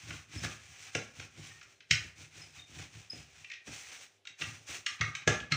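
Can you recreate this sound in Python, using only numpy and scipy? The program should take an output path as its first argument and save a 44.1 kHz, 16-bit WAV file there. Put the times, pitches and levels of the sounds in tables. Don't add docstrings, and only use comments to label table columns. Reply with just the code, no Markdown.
import sys
import numpy as np
from scipy import signal
from scipy.fft import rfft, irfft
from scipy.io import wavfile

SR = 44100
rng = np.random.default_rng(int(sys.argv[2]) if len(sys.argv) > 2 else 0)


def file_out(sig):
    cols = np.atleast_2d(sig).T
    lim = np.clip(cols, -1, 1)
    pcm = np.round(lim * 32767).astype(np.int16)
    wavfile.write(sys.argv[1], SR, pcm)


def gain_from_decibels(decibels):
    exponent = np.asarray(decibels, float) / 20
    return 10 ** exponent


N = 245195
TIME = np.arange(N) / SR


def rms_one(x):
    return x / np.sqrt(np.mean(x ** 2) + 1e-20)


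def peak_one(x):
    return x / np.abs(x).max()


def at_hz(points, hz):
    table = np.array(points)
    return np.interp(np.log(hz), np.log(table[:, 0]), table[:, 1])


def convolve(x, response):
    return signal.fftconvolve(x, response)[:len(x)]


def colour(points, size=4096):
    hz = np.maximum(np.fft.rfftfreq(size, 1 / SR), 10)
    level_db = np.maximum(at_hz(points, hz), -70)
    cepstrum = irfft(np.log(gain_from_decibels(level_db)))
    cepstrum[1:size // 2] *= 2
    cepstrum[size // 2 + 1:] = 0
    response = irfft(np.exp(rfft(cepstrum)))
    return response / np.sqrt(np.sum(response ** 2))


def band(x, low_hz, high_hz, order=2):
    edges = [low_hz, min(high_hz, .45 * SR)]
    return signal.sosfilt(signal.butter(order, edges, "band", fs=SR, output="sos"), x)


def drift(rate):
    step = 40
    r = np.exp(-2 * np.pi * rate * step / SR)
    chance = rng.standard_normal(N // step + 2002)
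    slow = signal.lfilter([1], [1, -2 * r, r * r], chance)[2000:]
    return np.interp(np.arange(N) / step, np.arange(len(slow)), rms_one(slow))


def ring(x, hz, t60):
    r = gain_from_decibels(-60 / (t60 * SR))
    w = 2 * np.pi * hz / SR
    return signal.lfilter([0, np.sin(w)], [1, -2 * r * np.cos(w), r * r], x + 1e-18)


def grains(per_s, spread_db):
    sizes = gain_from_decibels(spread_db * np.minimum(rng.exponential(1, N), 5)) * rng.choice([-1, 1], N)
    return rms_one(sizes * (rng.random(N) < per_s / SR))


def add(track, s, sound):
    i = round(s * SR)
    track[i:i + len(sound)] += sound[:N - i]


def pressure(rows, film_db, body_db):
    s, db, rise, fall, weight_db = np.transpose(rows)[:, :, None]
    t = TIME[::50]
    away = np.maximum((s - t) / np.maximum(rise, .01), (t - s) / np.maximum(fall, .01))
    off_db = -20 * away ** 1.566
    load_db = db + 1.62 * off_db
    crumb_db = np.max(db + off_db, axis=0)
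    pin_db = np.max(load_db + 0.58 * weight_db, axis=0) + body_db
    rumble_db = np.max(load_db + weight_db, axis=0)
    levels = [crumb_db + film_db, crumb_db, pin_db, rumble_db]
    return [np.interp(TIME, t, np.maximum(level, -120)) for level in levels]


# t/s of most pressure, crunch level/dB, rise/s, fall/s, weight on the counter/dB
STROKES = [(0.0, -55.5, 0.11, 0.25, -15), (0.114, -49, .1, 0.15, 1), (0.36, -49.5, .08, 0.31, 4.5),
           (0.444, -37.5, 0.032, 0.042, -6), (0.47, -49, .1, .17, -4), (0.70, -57.5, 0.36, 0.39, -13),
           (0.86, -52, .2, 0.1, -10.5), (0.98, -55, 0.13, 0.18, -8), (1.206, -52.5, .08, 0.12, 2),
           (1.39, -55.5, 0.068, .12, 4), (1.47, -54, 0.19, 0.2, -7), (1.70, -67.5, 0.22, 0.22, -2),
           (2.05, -56, 0.18, 0.099, 6), (2.21, -55, .08, 0.12, 0), (2.39, -55.5, 0.12, 0.19, 0.5),
           (2.594, -57, 0.12, 0.1, -1.5), (2.80, -52.5, .16, 0.13, 5), (2.97, -56.5, 0.11, 0.16, 0),
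           (3.16, -54.5, 0.092, 0.17, -2), (3.384, -60, 0.18, 0.16, -8.5), (4.42, -42.5, 0.032, 0.048, -2),
           (4.46, -51.5, 0.068, 0.2, 1), (4.89, -55, .03, .13, -12), (5.07, -60, .09, .1, -6)]
# same columns
# t/s, crunch level/dB, rise/s, fall/s, weight/dB
GATHERS = [
    (3.68, -51, 0.028, 0.087, -3.5),
    (3.73, -49, 0.08, .24, -18.5),
    (3.942, -51, 0.18, 0.11, -23),
    (4.03, -55.5, .12, 0.083, -20),
    (4.12, -73.5, .1, 0.13, -13),
    (4.62, -61.5, .1, 0.07, -12),
    (4.70, -46, 0.045, 0.12, -12.5),
    (4.75, -47, 0.098, 0.099, -14),
]
# t/s, crunch level/dB, rise/s, fall/s, weight/dB
SETTLES = [
    (3.54, -67, .1, .12, -14),
    (4.3, -63, 0.055, 0.042, -10),
    (5.006, -48, 0.023, .07, -20),
    (5.07, -57, 0.088, 0.14, 9.5),
    (5.22, -54.5, 0.16, .05, -12),
    (5.31, -41, 0.033, 0.11, 2),
    (5.42, -54, .1, .07, 4.5),
    (5.52, -39.5, 0.016, 0.063, 1),
]


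def pushes():
    return np.max([pressure(STROKES, film_db=-1.5, body_db=-9),
                   pressure(GATHERS, film_db=-0.95, body_db=3),
                   pressure(SETTLES, film_db=-14, body_db=-10.5)], axis=0)


# f/Hz, level per Hz/dB
CRUNCH_TONE = [(410, -61.5), (700, -12), (798, -6), (874, -11.5), (1740, -3.5), (1910, -3.5), (2450, 1.5),
               (2790, -3), (4700, -10.5), (6020, -2), (8900, -12.5), (10500, -25.5), (13900, -35),
               (15100, -17), (15800, -17)]


def crunch(film_db, crumb_db):
    clumps_per_s = 7000 * gain_from_decibels(2.5 * drift(25))
    snaps = convolve(grains(clumps_per_s, spread_db=2.0), colour(CRUNCH_TONE))
    film = signal.sosfilt(signal.butter(4, 4300, "high", fs=SR, output="sos"), snaps)
    crumbs = signal.sosfilt(signal.butter(4, 4300, "low", fs=SR, output="sos"), snaps)
    film = gain_from_decibels(film_db - 2.0 + drift(14)) * rms_one(film)
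    return film + gain_from_decibels(crumb_db - 0.5 + drift(13.5)) * rms_one(crumbs)


# f/Hz, width/Hz, level/dB
PIN = [(280, 278, 1), (434, 406, 2.5), (627, 197, 0.5), (860, 110, -12.5)]


def wood(x):
    out = 0
    for k, (hz, width, db) in enumerate(PIN):
        sign = (-1) ** k
        out = out + sign * gain_from_decibels(db) * width * ring(x, hz, 2.03 / width)
    return out / SR * 6


# f/Hz, level/dB, time to fall 60 dB/s
COUNTER = [(87.7, -2, 0.15), (109.7, -1, 0.26), (145, 2, 0.17), (240.5, -5.5, 0.16), (295, -8, 0.2)]


def rolling(body_db, rumble_db):
    bumps = grains(120, spread_db=2.5) + 0.1 * rng.standard_normal(N)
    push = bumps * gain_from_decibels(rumble_db)
    rumble = sum(gain_from_decibels(db) * ring(push, hz, 0.5 * t60) for hz, db, t60 in COUNTER)
    body = rms_one(wood(grains(1500, spread_db=3.5)))
    rest = gain_from_decibels(-81)
    return gain_from_decibels(-29) * rumble + (gain_from_decibels(body_db - 7.5) + rest) * body


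# t/s, peak level/dB, pin body level/dB, fullness/dB, brightness/dB
CRACKS = [(0.107, -33.5, -52, -12.5, -21), (0.4353, -38, -43, -6, -12), (0.4467, -31, -44, -10.5, -12),
          (0.46, -42, -46, -23, -22), (0.9504, -20.5, -34, -17.5, -14.5), (1.1986, -35, -51.5, -14, -17),
          (1.9104, -11.5, -47, -26, -15.5), (2.787, -41.5, -60, -20, -13), (2.795, -42, -53, -17, -15),
          (3.13, -49, -50, -26, -13), (3.678, -50.5, -54, -5, -2), (4.4114, -30, -54, -30, -20),
          (4.419, -24.5, -53.5, -17, -35), (5.011, -20.5, -44, -13, -21), (5.2764, -14, -25, -12.5, -15),
          (5.402, -31, -61, -25, -22), (5.5214, -17, -45, -15.5, -21.5)]
# t/s, peak level/dB, fullness/dB, brightness/dB
SNAPS = [(1.6128, -42, -13, -21), (1.63, -46.5, -26, -11.5), (1.806, -43.5, -21, -43),
         (3.4453, -38, -24, -25), (3.5001, -39, -24, -20), (3.517, -34, -26, -24), (3.537, -35.5, -32, -27),
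         (4.253, -41, -22.5, -18), (4.2724, -35, -27, -17.5), (4.8642, -21, -21.5, -15.5),
         (5.152, -27, -19.5, -15), (5.219, -44, -26, -29)]


def cracks():
    out, shell = np.zeros(N), colour(CRUNCH_TONE)
    lead, length = .02, .007
    t = np.arange(4096) / SR - lead
    after = np.maximum(t, 0)
    shape = (1 - np.exp(-after / (0.23 * length))) * np.exp(-(after / length) ** 2)
    creak = gain_from_decibels(-28) * np.exp(-np.abs(t) / 0.0053)
    knock = peak_one(wood(np.exp(-((t - .004) / 0.00022) ** 2)))
    breaks = list(CRACKS) + [(s, db, db - 42, *tone) for s, db, *tone in SNAPS]
    chance = rng.standard_normal((len(breaks), len(t)))
    for (s, peak_db, body_db, low_db, bright_db), split in zip(breaks, chance):
        burst = convolve(split * (shape + creak), shell)
        low = peak_one(band(burst, 1120, 1750, order=4))
        middle = peak_one(band(burst, 1800, 4900, order=4))
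        top = peak_one(band(burst, 5300, 8200) + gain_from_decibels(-9) * band(burst, 9000, 16000))
        start = s - lead - .002
        sound = gain_from_decibels(low_db + 8) * low + middle + gain_from_decibels(bright_db + 8) * top
        add(out, start, gain_from_decibels(peak_db - 1.0) * sound)
        add(out, start, gain_from_decibels(body_db + 7) * knock)
    return out


# t/s, f/Hz, peak level/dB, time to fall 60 dB/s
RINGS = [(0.444, 1680, -31, 0.033), (0.952, 2730, -26, 0.042), (.956, 456, -31, 0.084),
         (1.913, 1496, -37, 0.25), (1.911, 2170, -19.5, 0.062), (1.913, 2940, -28, 0.14),
         (3.447, 2720, -41.5, .07), (1.912, 2750, -20, 0.055), (1.911, 3860, -18.5, 0.028),
         (3.446, 2400, -37.5, .04), (3.504, 1865, -42.5, 0.24), (3.503, 2163, -34, 0.045),
         (3.505, 2500, -45, 0.15), (4.273, 3830, -41, 0.03), (4.272, 2740, -39, 0.033),
         (4.422, 2810, -22, 0.023), (4.864, 1200, -46, 0.36), (4.863, 2847, -29, 0.055),
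         (5.012, 1240, -29.5, 0.14), (5.012, 2173, -25, 0.13), (5.011, 1885, -34.5, 0.13),
         (4.254, 1397, -50, 0.05), (5.276, 475, -22.5, 0.058), (5.278, 625, -28, 0.087),
         (5.279, 1659, -30, 0.19), (5.278, 1703, -30, 0.3), (5.279, 6370, -21.5, 0.022),
         (5.522, 1237, -36, 0.34), (5.523, 2122, -27, 0.13), (5.523, 4150, -17.5, 0.024)]


def rings():
    out, t = np.zeros(N), np.arange(SR // 4) / SR
    waver, wobble = drift(45), drift(30)
    starts = rng.integers(0, N - len(t), len(RINGS))
    for (s, hz, db, t60), i in zip(RINGS, starts):
        level = gain_from_decibels(db - 1.5 - 60 * t / t60 + 3.3 * waver[i:i + len(t)])
        swell = 1 - np.exp(-t / 0.00062)
        tone = np.sin(2 * np.pi * hz * t + 0.82 * wobble[i:i + len(t)])
        add(out, s - .001, level * swell * tone)
    return out


# t/s, peak level/dB, main f/Hz, upper modes level/dB
THUMPS = [(0.033, -45, 95, -17), (0.076, -41, 89.7, -13.5), (0.149, -49, 145, -15), (0.351, -40.5, 82, -11),
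          (0.418, -37, 120, -13), (0.688, -54, 87, -33), (0.954, -38.5, 116, -7), (1.194, -69, 83.4, -11),
          (1.373, -52, 105, -8.5), (1.909, -28, 101, -37), (2.571, -51, 87, -14), (2.746, -46, 99, -16),
          (2.801, -53, 144, -13), (2.952, -50, 109, -25), (3.13, -46.5, 93, -6.5), (3.368, -65, 93, -34),
          (3.679, -47.5, 150, 0.5), (4.423, -48.5, 161, -25), (4.523, -56, 99.6, -16),
          (4.689, -49, 83.4, -8), (5.005, -30.5, 103, -32), (5.272, -25.5, 103, -23),
          (5.518, -28, 146, -17.5)]


def thumps():
    out, t = np.zeros(N), np.arange(SR // 2) / SR
    soft_start = 1 - np.exp(-t / 0.0054)
    chance = rng.standard_normal((len(THUMPS), len(COUNTER)))
    for (s, peak_db, main_hz, upper_db), luck in zip(THUMPS, chance):
        sound = 0
        for (hz, db, t60), spread in zip(COUNTER, luck):
            near_db = -12 * abs(np.log2(hz / main_hz)) if hz < 200 else upper_db + 6.5
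            level = gain_from_decibels(db + near_db + 2 * spread - 60 * t / t60)
            sound = sound + level * np.sin(2 * np.pi * hz * t)
        add(out, s - .002, gain_from_decibels(peak_db + 2.5) * sound * soft_start)
    return out


# t/s, peak level/dB, f/Hz, length/s
SQUEAKS = [(0.384, -44.5, 5240, .012), (1.518, -53, 1833, 0.011), (1.559, -59, 1850, 0.035),
           (1.778, -72, 4210, .03), (2.372, -57, 5300, 0.0031), (2.421, -45, 5110, 0.0044),
           (2.597, -45, 3690, 0.0045), (2.623, -52, 3690, 0.0046), (2.65, -55, 3680, 0.0055),
           (2.756, -59, 3670, 0.0071), (3.106, -33.5, 5075, 0.0048), (3.129, -48.5, 5100, .015)]


def squeaks():
    out, t = np.zeros(N), np.arange(-SR // 10, SR // 10) / SR
    for s, db, hz, length in SQUEAKS:
        turn = 2 * np.pi * hz * t
        whistle = np.sin(turn) + gain_from_decibels(-30) * np.sin(2 * turn)
        add(out, s + t[0], gain_from_decibels(db) * np.exp(-(t / length) ** 2) * whistle)
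    return out


# f/Hz, time to fall 60 dB/s
KITCHEN = [(100, 0.71), (400, 0.31), (1100, 0.45), (2900, 0.31), (7700, 0.3), (15000, 0.36)]


def kitchen():
    t, edges = np.arange(SR // 2) / SR, 60 * 2 ** np.arange(0, 8.6, .5)
    white = rng.standard_normal((2, len(t)))
    echoes = 0
    for k, (low, high) in enumerate(zip(edges, edges[1:])):
        t60 = at_hz(KITCHEN, np.sqrt(low * high))
        echoes = echoes + band(white[k % 2], low, high) * gain_from_decibels(-60 * t / t60)
    echoes = echoes * (1 - np.exp(-(t / .006) ** 2))
    return echoes / np.sqrt(np.sum(echoes ** 2))


# f/Hz, level per Hz/dB
HUSH_TONE = [(18, -52), (30, -50), (95, -18), (174, -41.5), (345, -25.5), (384, -14), (486, -39),
             (632, -7.5), (889, -20), (2980, -10), (16000, -35.5)]
# f/Hz, level/dB
HUM = [(100, -81.5), (390, -81)]


def hush():
    hum = sum(gain_from_decibels(db + 0.73 * drift(4)) * np.sin(2 * np.pi * hz * TIME) for hz, db in HUM)
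    return gain_from_decibels(-78) * convolve(rng.standard_normal(N), colour(HUSH_TONE)) + hum


def scene():
    film_db, crumb_db, body_db, rumble_db = pushes()
    strokes = crunch(film_db, crumb_db) + rolling(body_db, rumble_db)
    sharp = cracks()
    slips = rings() + squeaks()
    into_room = gain_from_decibels(-11.5) * strokes + gain_from_decibels(-2.0) * sharp + gain_from_decibels(-4) * slips
    echoes = convolve(into_room, kitchen())
    return (strokes + sharp + slips + thumps() + echoes + hush())[None]


def roll_off(x):
    return signal.sosfilt(signal.butter(12, 16440, fs=SR, output="sos"), x)


def record(dry):
    x = signal.sosfilt(signal.butter(7, 64, "high", fs=SR, output="sos"), dry)
    x = .55 * np.tanh(x / .55)
    x = signal.sosfilt(signal.cheby2(24, 50, 15700, fs=SR, output="sos"), x)
    return roll_off(x)


dry = scene()
out = record(dry)
file_out(out)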